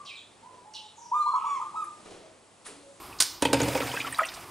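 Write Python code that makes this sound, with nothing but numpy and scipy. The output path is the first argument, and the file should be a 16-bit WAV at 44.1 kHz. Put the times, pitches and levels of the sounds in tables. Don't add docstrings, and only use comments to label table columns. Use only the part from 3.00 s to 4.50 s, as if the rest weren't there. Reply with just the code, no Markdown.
import sys
import numpy as np
from scipy import signal
from scipy.fft import rfft, irfft, next_fast_len
from scipy.io import wavfile
from scipy.ndimage import uniform_filter1d, map_coordinates

SR = 44100
rng = np.random.default_rng(int(sys.argv[2]) if len(sys.argv) > 2 else 0)


def wav_out(sig):
    wavfile.write(sys.argv[1], SR, np.round(np.clip(np.atleast_2d(sig).T, -1, 1) * 32767).astype(np.int16))


def makeup_ratio(level_db):
    decades = np.asarray(level_db, float) / 20
    return 10 ** decades


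N = 66150
TIME = np.arange(N) / SR


def unit(x):
    return x / np.sqrt(np.mean(x ** 2) + 1e-20)


def along(points, hz):
    f, v = np.transpose(points)
    return np.interp(np.log(hz + 1), np.log(f + 1), v)


def curve(rows, column=1):
    rows = np.array(rows, float)
    return np.interp(TIME, rows[:, 0], rows[:, column])


def gate(rows):
    fade_in = np.clip((TIME - rows[0][0]) / 0.0073, 0, 1)
    fade_out = np.clip((rows[-1][0] - TIME) / 0.01, 0, 1)
    return fade_in * fade_out


def wobble(rate):
    return map_coordinates(rng.standard_normal(int(N * rate / SR) + 4), [TIME * rate])


def filtered(x, response):
    m = next_fast_len(N + SR // 2)
    return irfft(rfft(x, m) * response(np.fft.rfftfreq(m, 1 / SR)), m)[..., :N]


def hiss(spectrum):
    return unit(filtered(rng.standard_normal(N), lambda hz: makeup_ratio(along(spectrum, hz))))


def bursts(s, db, length, rise_s):
    t = np.clip(TIME - np.array(s)[:, None], 0, None)
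    rise = 1 - np.exp(-t / rise_s)
    fall = np.exp(-t / np.reshape(length, (-1, 1)))
    return (makeup_ratio(np.array(db))[:, None] * rise * fall).sum(axis=0)


def placed(s, k, wave):
    where = (s * SR).astype(int)[:, None] + k
    return np.bincount(where.ravel(), wave.ravel(), N + SR)[:N]


RISE = 0.025


def blips(s, hz, db, cycles, swell):
    k = np.arange(SR // 20)
    u = k / SR * hz[:, None]
    life = u / cycles[:, None]
    envelope = makeup_ratio(db[:, None] - 20 * life) * (1 - np.exp(-u / swell))
    return placed(s, k, envelope * np.sin(2 * np.pi * u * (1 + RISE * life / 2)))


# t/s, level/dB (before the offsets below), bright slap over thud/dB (before trim)
WALL_BUMPS = [(0.422, -12.5, -4), (0.451, -11.5, -11.5), (0.53, -9.5, -5), (0.541, -19.5, -12),
              (0.567, -21, -26), (0.601, -13.5, -12), (0.631, -21, -6), (0.684, -22, -7), (0.749, -15, -16),
              (0.802, -18.5, -18), (0.938, -24.5, -24)]
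# f/Hz, relative level/dB per Hz
SLAP_COLOUR = [(470, -30), (1000, -4), (1810, -10), (3420, -3.5), (8880, -6.5), (12800, -17.5),
               (16000, -31)]
PUSH_S, PUSH_DB, RATTLE_DB = 0.00028, 20, 10
CONTACT_S, SLAP_S = 0.0094, 0.0057
THUD_LAG_S, GIVE_HZ = 0.001444, 302


def bumps():
    s, db, slap_db = np.transpose(WALL_BUMPS)
    push = bursts(s + THUD_LAG_S, db + PUSH_DB, PUSH_S, rise_s=0.0001)
    rattle = rng.standard_normal(N) * bursts(s, db + RATTLE_DB, CONTACT_S, rise_s=0.0012)
    force = filtered(push + rattle, lambda hz: 1j * hz / (GIVE_HZ + 1j * hz))
    slap = hiss(SLAP_COLOUR) * bursts(s, db + slap_db - 2.5, SLAP_S, rise_s=0.00069)
    return basin(force) + slap


# t/s, level/dB (before DRAG_DB or BOOM_DB)
DRAG_LEVEL = [(.41, -43), (.44, -28.5), (.51, -33), (.56, -27.5), (.69, -23.5), (.72, -32), (.83, -32.5),
              (.95, -39.5), (1.15, -47)]
DRAG_DB, DRAG_JOLTS_PER_S = -5, 260


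def drag():
    jolts = (rng.random(N) < DRAG_JOLTS_PER_S / SR) * rng.standard_normal(N)
    jolts = jolts + 0.032 * rng.standard_normal(N)
    uneven = jolts * makeup_ratio(3.1 * wobble(39.13))
    soft = filtered(uneven, lambda hz: 1 / (1 + 1j * hz / 500))
    return unit(basin(soft)) * makeup_ratio(curve(DRAG_LEVEL) + DRAG_DB) * gate(DRAG_LEVEL)


BOOM_HZ, BOOM_WIDTH_HZ, BOOM_DB = 121.3, 26.5, -10.5


def boom():
    resonance = lambda f: 1j * f / (BOOM_HZ ** 2 - f * f + 1j * f * BOOM_WIDTH_HZ)
    note = filtered(rng.standard_normal(N), resonance)
    level_db = uniform_filter1d(curve(DRAG_LEVEL), size=3000) + BOOM_DB
    return unit(note) * makeup_ratio(level_db) * gate(DRAG_LEVEL)


# f/Hz, width/Hz, level/dB
WALL_MODES = [(77, 11, -2.5), (277.4, 29.7, 4), (473.7, 52, 0), (555, 45.5, 0.5), (704, 22, -7.5),
              (799, 29, -6.5), (922, 47, 0.5), (1430, 250, -12), (2070, 370, -11.5), (2510, 190, -7),
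              (3330, 490, -15.5), (4720, 260, -35)]


def basin(force):
    def response(f):
        total = 0
        for k, (centre, width, db) in enumerate(WALL_MODES):
            mode = 1j * f * width / (centre * centre - f * f + 1j * f * width)
            total = total + (-1) ** k * makeup_ratio(db) * mode
        return total
    return filtered(force, response)


# t/s, level/dB (before a 10 dB trim), 1/e length/s
HANDLE_CONTACTS = [(0.202, -6, 0.0028), (0.2043, -6.5, 0.015), (0.225, -21, 0.0044)]
# f/Hz, relative level/dB per Hz
METAL_COLOUR = [(250, -26), (1510, -9.5), (2400, -16), (3600, -7), (4910, -9.5), (9390, -6.5), (14700, -22),
                (16000, -28)]
SNAP_S, SNAP_HZ, SNAP_DB, SNAP_CYCLES = 0.2237, 5640, 3.5, 2.2


def clatter():
    s, db, length = np.transpose(HANDLE_CONTACTS)
    shape = bursts(s, db - 10, length, rise_s=0.00014)
    snap = blips(*np.transpose([(SNAP_S, SNAP_HZ, SNAP_DB, SNAP_CYCLES)]), swell=0.34)
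    return hiss(METAL_COLOUR) * shape + snap


# t/s, level/dB (fizz and small bubbles both follow it)
STREAM_LEVEL = [(.41, -50), (.52, -73), (.6, -42), (.75, -38), (.87, -41), (1.0, -44.5), (1.11, -47),
                (1.25, -48.5), (1.45, -51.5)]
ROUGH_DB = 1.5
SWELL_CYCLES = 2.3


def liquid():
    stream = makeup_ratio(curve(STREAM_LEVEL)) * gate(STREAM_LEVEL) * (fizz() + small_bubbles())
    return stream + plops() * makeup_ratio(ROUGH_DB * wobble(350))


# t/s, f/Hz, level/dB
LARGE_BUBBLES = [(0.454, 3100, -17), (.617, 6710, -19), (0.753, 522, -17.5), (.751, 980, -26.5),
                 (.776, 2210, -22.5), (0.816, 1320, -21), (.879, 2200, -26), (.916, 3040, -25.5),
                 (.935, 960, -23.5), (.966, 2560, -21.5), (.973, 1585, -20.5), (1.003, 2350, -18),
                 (1.013, 2470, -24), (1.046, 1333, -24.5), (1.069, 1130, -23.5), (1.126, 1820, -24.5),
                 (1.146, 3860, -27), (1.159, 4680, -33.5), (1.189, 1247, -9), (1.192, 2284, -21),
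                 (1.192, 1590, -31.5), (1.204, 1403, -19.5), (1.200, 629, -27), (1.216, 643, -20),
                 (1.232, 1920, -16.5), (1.253, 2665, -27), (1.287, 3580, -28.5)]
FADE_CYCLES, FADE_S = 14.2, 0.0035
BROOD_DB, BROOD_S, BROOD_OCTAVES = -3, 0.023, 0.99
BURST_DB, BURST_S, BURST_OCTAVES = -19.5, 0.0036, 0.43


def plops():
    s, hz, db = np.transpose(LARGE_BUBBLES)
    s2, hz2, db2 = np.repeat([s, hz, db], repeats=9, axis=1)
    draw = rng.random((len(s2), 3))
    s2 = s2 + BROOD_S * (draw[:, 0] - 0.15)
    hz2 = hz2 * 2 ** (BROOD_OCTAVES * (draw[:, 1] - 0.35))
    db2 = db2 + BROOD_DB - 8 * draw[:, 2]
    brood = blips(s2, hz2, db2, np.full(len(s2), 7.0), SWELL_CYCLES)
    large = blips(s, hz, db, FADE_CYCLES + FADE_S * hz, SWELL_CYCLES)
    return large + brood + spatter(s, hz, BURST_OCTAVES, db + BURST_DB, BURST_S)


SMALL_PER_S, SMALL_HZ, SMALL_DB = 740, 2240, -0.5


def small_bubbles():
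    draw = rng.random((int(SMALL_PER_S * N / SR), 4))
    hz = SMALL_HZ * 2 ** (3 * (draw[:, 1] - 0.6))
    db = -2.8 * np.log(draw[:, 2] + 0.032)
    small = blips(draw[:, 0] * N / SR, hz, db, 4 + 7 * draw[:, 3], SWELL_CYCLES)
    return makeup_ratio(SMALL_DB) * unit(small * makeup_ratio(1.4 * wobble(30.5)))


# f/Hz, relative level/dB per Hz
FIZZ_COLOUR = [(410, -14), (700, -7.5), (1060, -12), (2330, -7), (3840, -15), (8650, -15.5), (16000, -21.5)]
PATCHY_DB = 2.5


def fizz():
    z = signal.stft(hiss(FIZZ_COLOUR), nperseg=256)[2]
    field = uniform_filter1d(rng.standard_normal(z.shape), size=10, axis=0)
    field = uniform_filter1d(field, size=6, axis=1)
    spray = signal.istft(z * makeup_ratio(PATCHY_DB * unit(field)), nperseg=256)[1][:N]
    return unit(spray) * makeup_ratio(wobble(60.34) + 1.5)


# t/s, centre f/Hz, width/octaves, level/dB
SHORT_BURSTS = [(.126, 2520, 0.18, -44), (0.1873, 5170, 0.36, -38), (0.968, 2800, 0.29, -41),
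                (.999, 2900, 0.29, -29), (1.068, 2500, 0.3, -31), (1.125, 8730, .12, -35.5),
                (1.184, 9650, 0.28, -37), (1.232, 5780, 0.054, -44), (1.2545, 8600, 0.12, -38.5),
                (1.265, 5760, .1, -39), (1.287, 4250, 0.36, -37.5), (1.339, 6340, 0.55, -40),
                (1.346, 4460, 0.48, -40.5)]


def ticks_and_drops():
    return spatter(*np.transpose(SHORT_BURSTS), length=0.007)


def spatter(s, hz, octaves, db, length):
    k = np.arange(2048)
    f = np.fft.rfftfreq(len(k), 1 / SR) + 1
    band = np.exp(-0.5 * (np.log2(f / hz[:, None]) / np.reshape(octaves, (-1, 1))) ** 2)
    noise = irfft(rfft(rng.standard_normal((len(s), len(k)))) * band)
    noise = noise / noise.std(axis=1, keepdims=True)
    envelope = (1 - np.exp(-k / SR / 0.00042)) * np.exp(-k / SR / length)
    return placed(s, k, noise * makeup_ratio(db[:, None]) * envelope)


# t/s, f/Hz, level/dB
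WHISTLE_GLIDE = [(0, 12250, -57), (.03, 11750, -57), (.075, 11400, -59), (.088, 11150, -70)]
TWIN_RATIO = 1.1


def whistle():
    phase = 2 * np.pi * np.cumsum(curve(WHISTLE_GLIDE)) / SR
    pair = np.sin(phase) + 0.67 * np.sin(TWIN_RATIO * phase)
    return makeup_ratio(curve(WHISTLE_GLIDE, column=2)) * (TIME < 0.09) * pair


# f/Hz, time to fall 60 dB t/s
TILE_DECAY = [(200, 0.67), (1300, 0.38), (4000, 0.55), (10000, 0.25), (16000, 0.88)]


def tiles(x):
    hz, t, z = signal.stft(rng.standard_normal(SR // 2), SR, nperseg=256)
    decay = makeup_ratio(-60 * t / along(TILE_DECAY, hz)[:, None])
    tail = signal.istft(z * decay, SR, nperseg=256)[1]
    delayed = np.pad(x, (150, 0))
    return signal.fftconvolve(delayed, tail / np.linalg.norm(tail))[:N]


# f/Hz, relative level/dB per Hz
HUM_COLOUR = [(24, -43), (40, 3.5), (220, -13.5), (354, -5), (503, -17), (1120, -5), (1590, -19),
              (2400, -18), (6500, -26), (11600, -24), (16000, -34)]
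# t/s, level/dB
HUM_STRENGTH = [(0, -44), (.15, -46), (.4, -51), (1.3, -49.5), (1.5, -46)]


def hum(flutter_db):
    return hiss(HUM_COLOUR) * makeup_ratio(curve(HUM_STRENGTH) + flutter_db)


# f/Hz, level/dB (before TILES_DB)
SIDE_LEVEL = [(5000, -29), (12000, -27)]
TILES_DB, WET_ROOM_DB = -7, -6


def scene():
    solid, wet = clatter() + bumps() + drag() + boom(), liquid() + ticks_and_drops()
    send = solid + makeup_ratio(WET_ROOM_DB) * wet
    diffuse = tiles(send) + hum(0)
    side = filtered(diffuse, lambda hz: makeup_ratio(along(SIDE_LEVEL, hz) + TILES_DB))
    middle = solid + wet + makeup_ratio(TILES_DB) * tiles(send) + hum(wobble(15.3)) + whistle()
    return middle + np.array([side, -side])


def band_limit(x):
    return signal.sosfilt(signal.butter(12, 16510, fs=SR, output="sos"), x)


# f/Hz, half-width/Hz, level/dB
PORT_MODES = [(4950, 220, 5), (8700, 450, 4)]
# f/Hz, level/dB
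LEFT_OVER_RIGHT = [(60, -.9), (1500, -.7), (4000, -.9), (6500, -2.3), (9500, -3.5), (11500, 0)]
SKEW_RAD, LOW_CUT_HZ = 0.029, 55


def record(dry):
    side = np.array([[0.5], [-0.5]])

    def microphone(hz):
        band = (hz < 15700) * (1j * hz / (LOW_CUT_HZ + 1j * hz)) ** 2
        ports_db = sum(db / (1 + ((hz - c) / w) ** 2) for c, w, db in PORT_MODES)
        colour = makeup_ratio(ports_db + along(LEFT_OVER_RIGHT, hz) * side)
        return band * colour * np.exp(1j * SKEW_RAD * side * (hz < 11000))

    mix = filtered(dry, microphone)
    return band_limit(mix)


dry = scene()
out = record(dry)
wav_out(out)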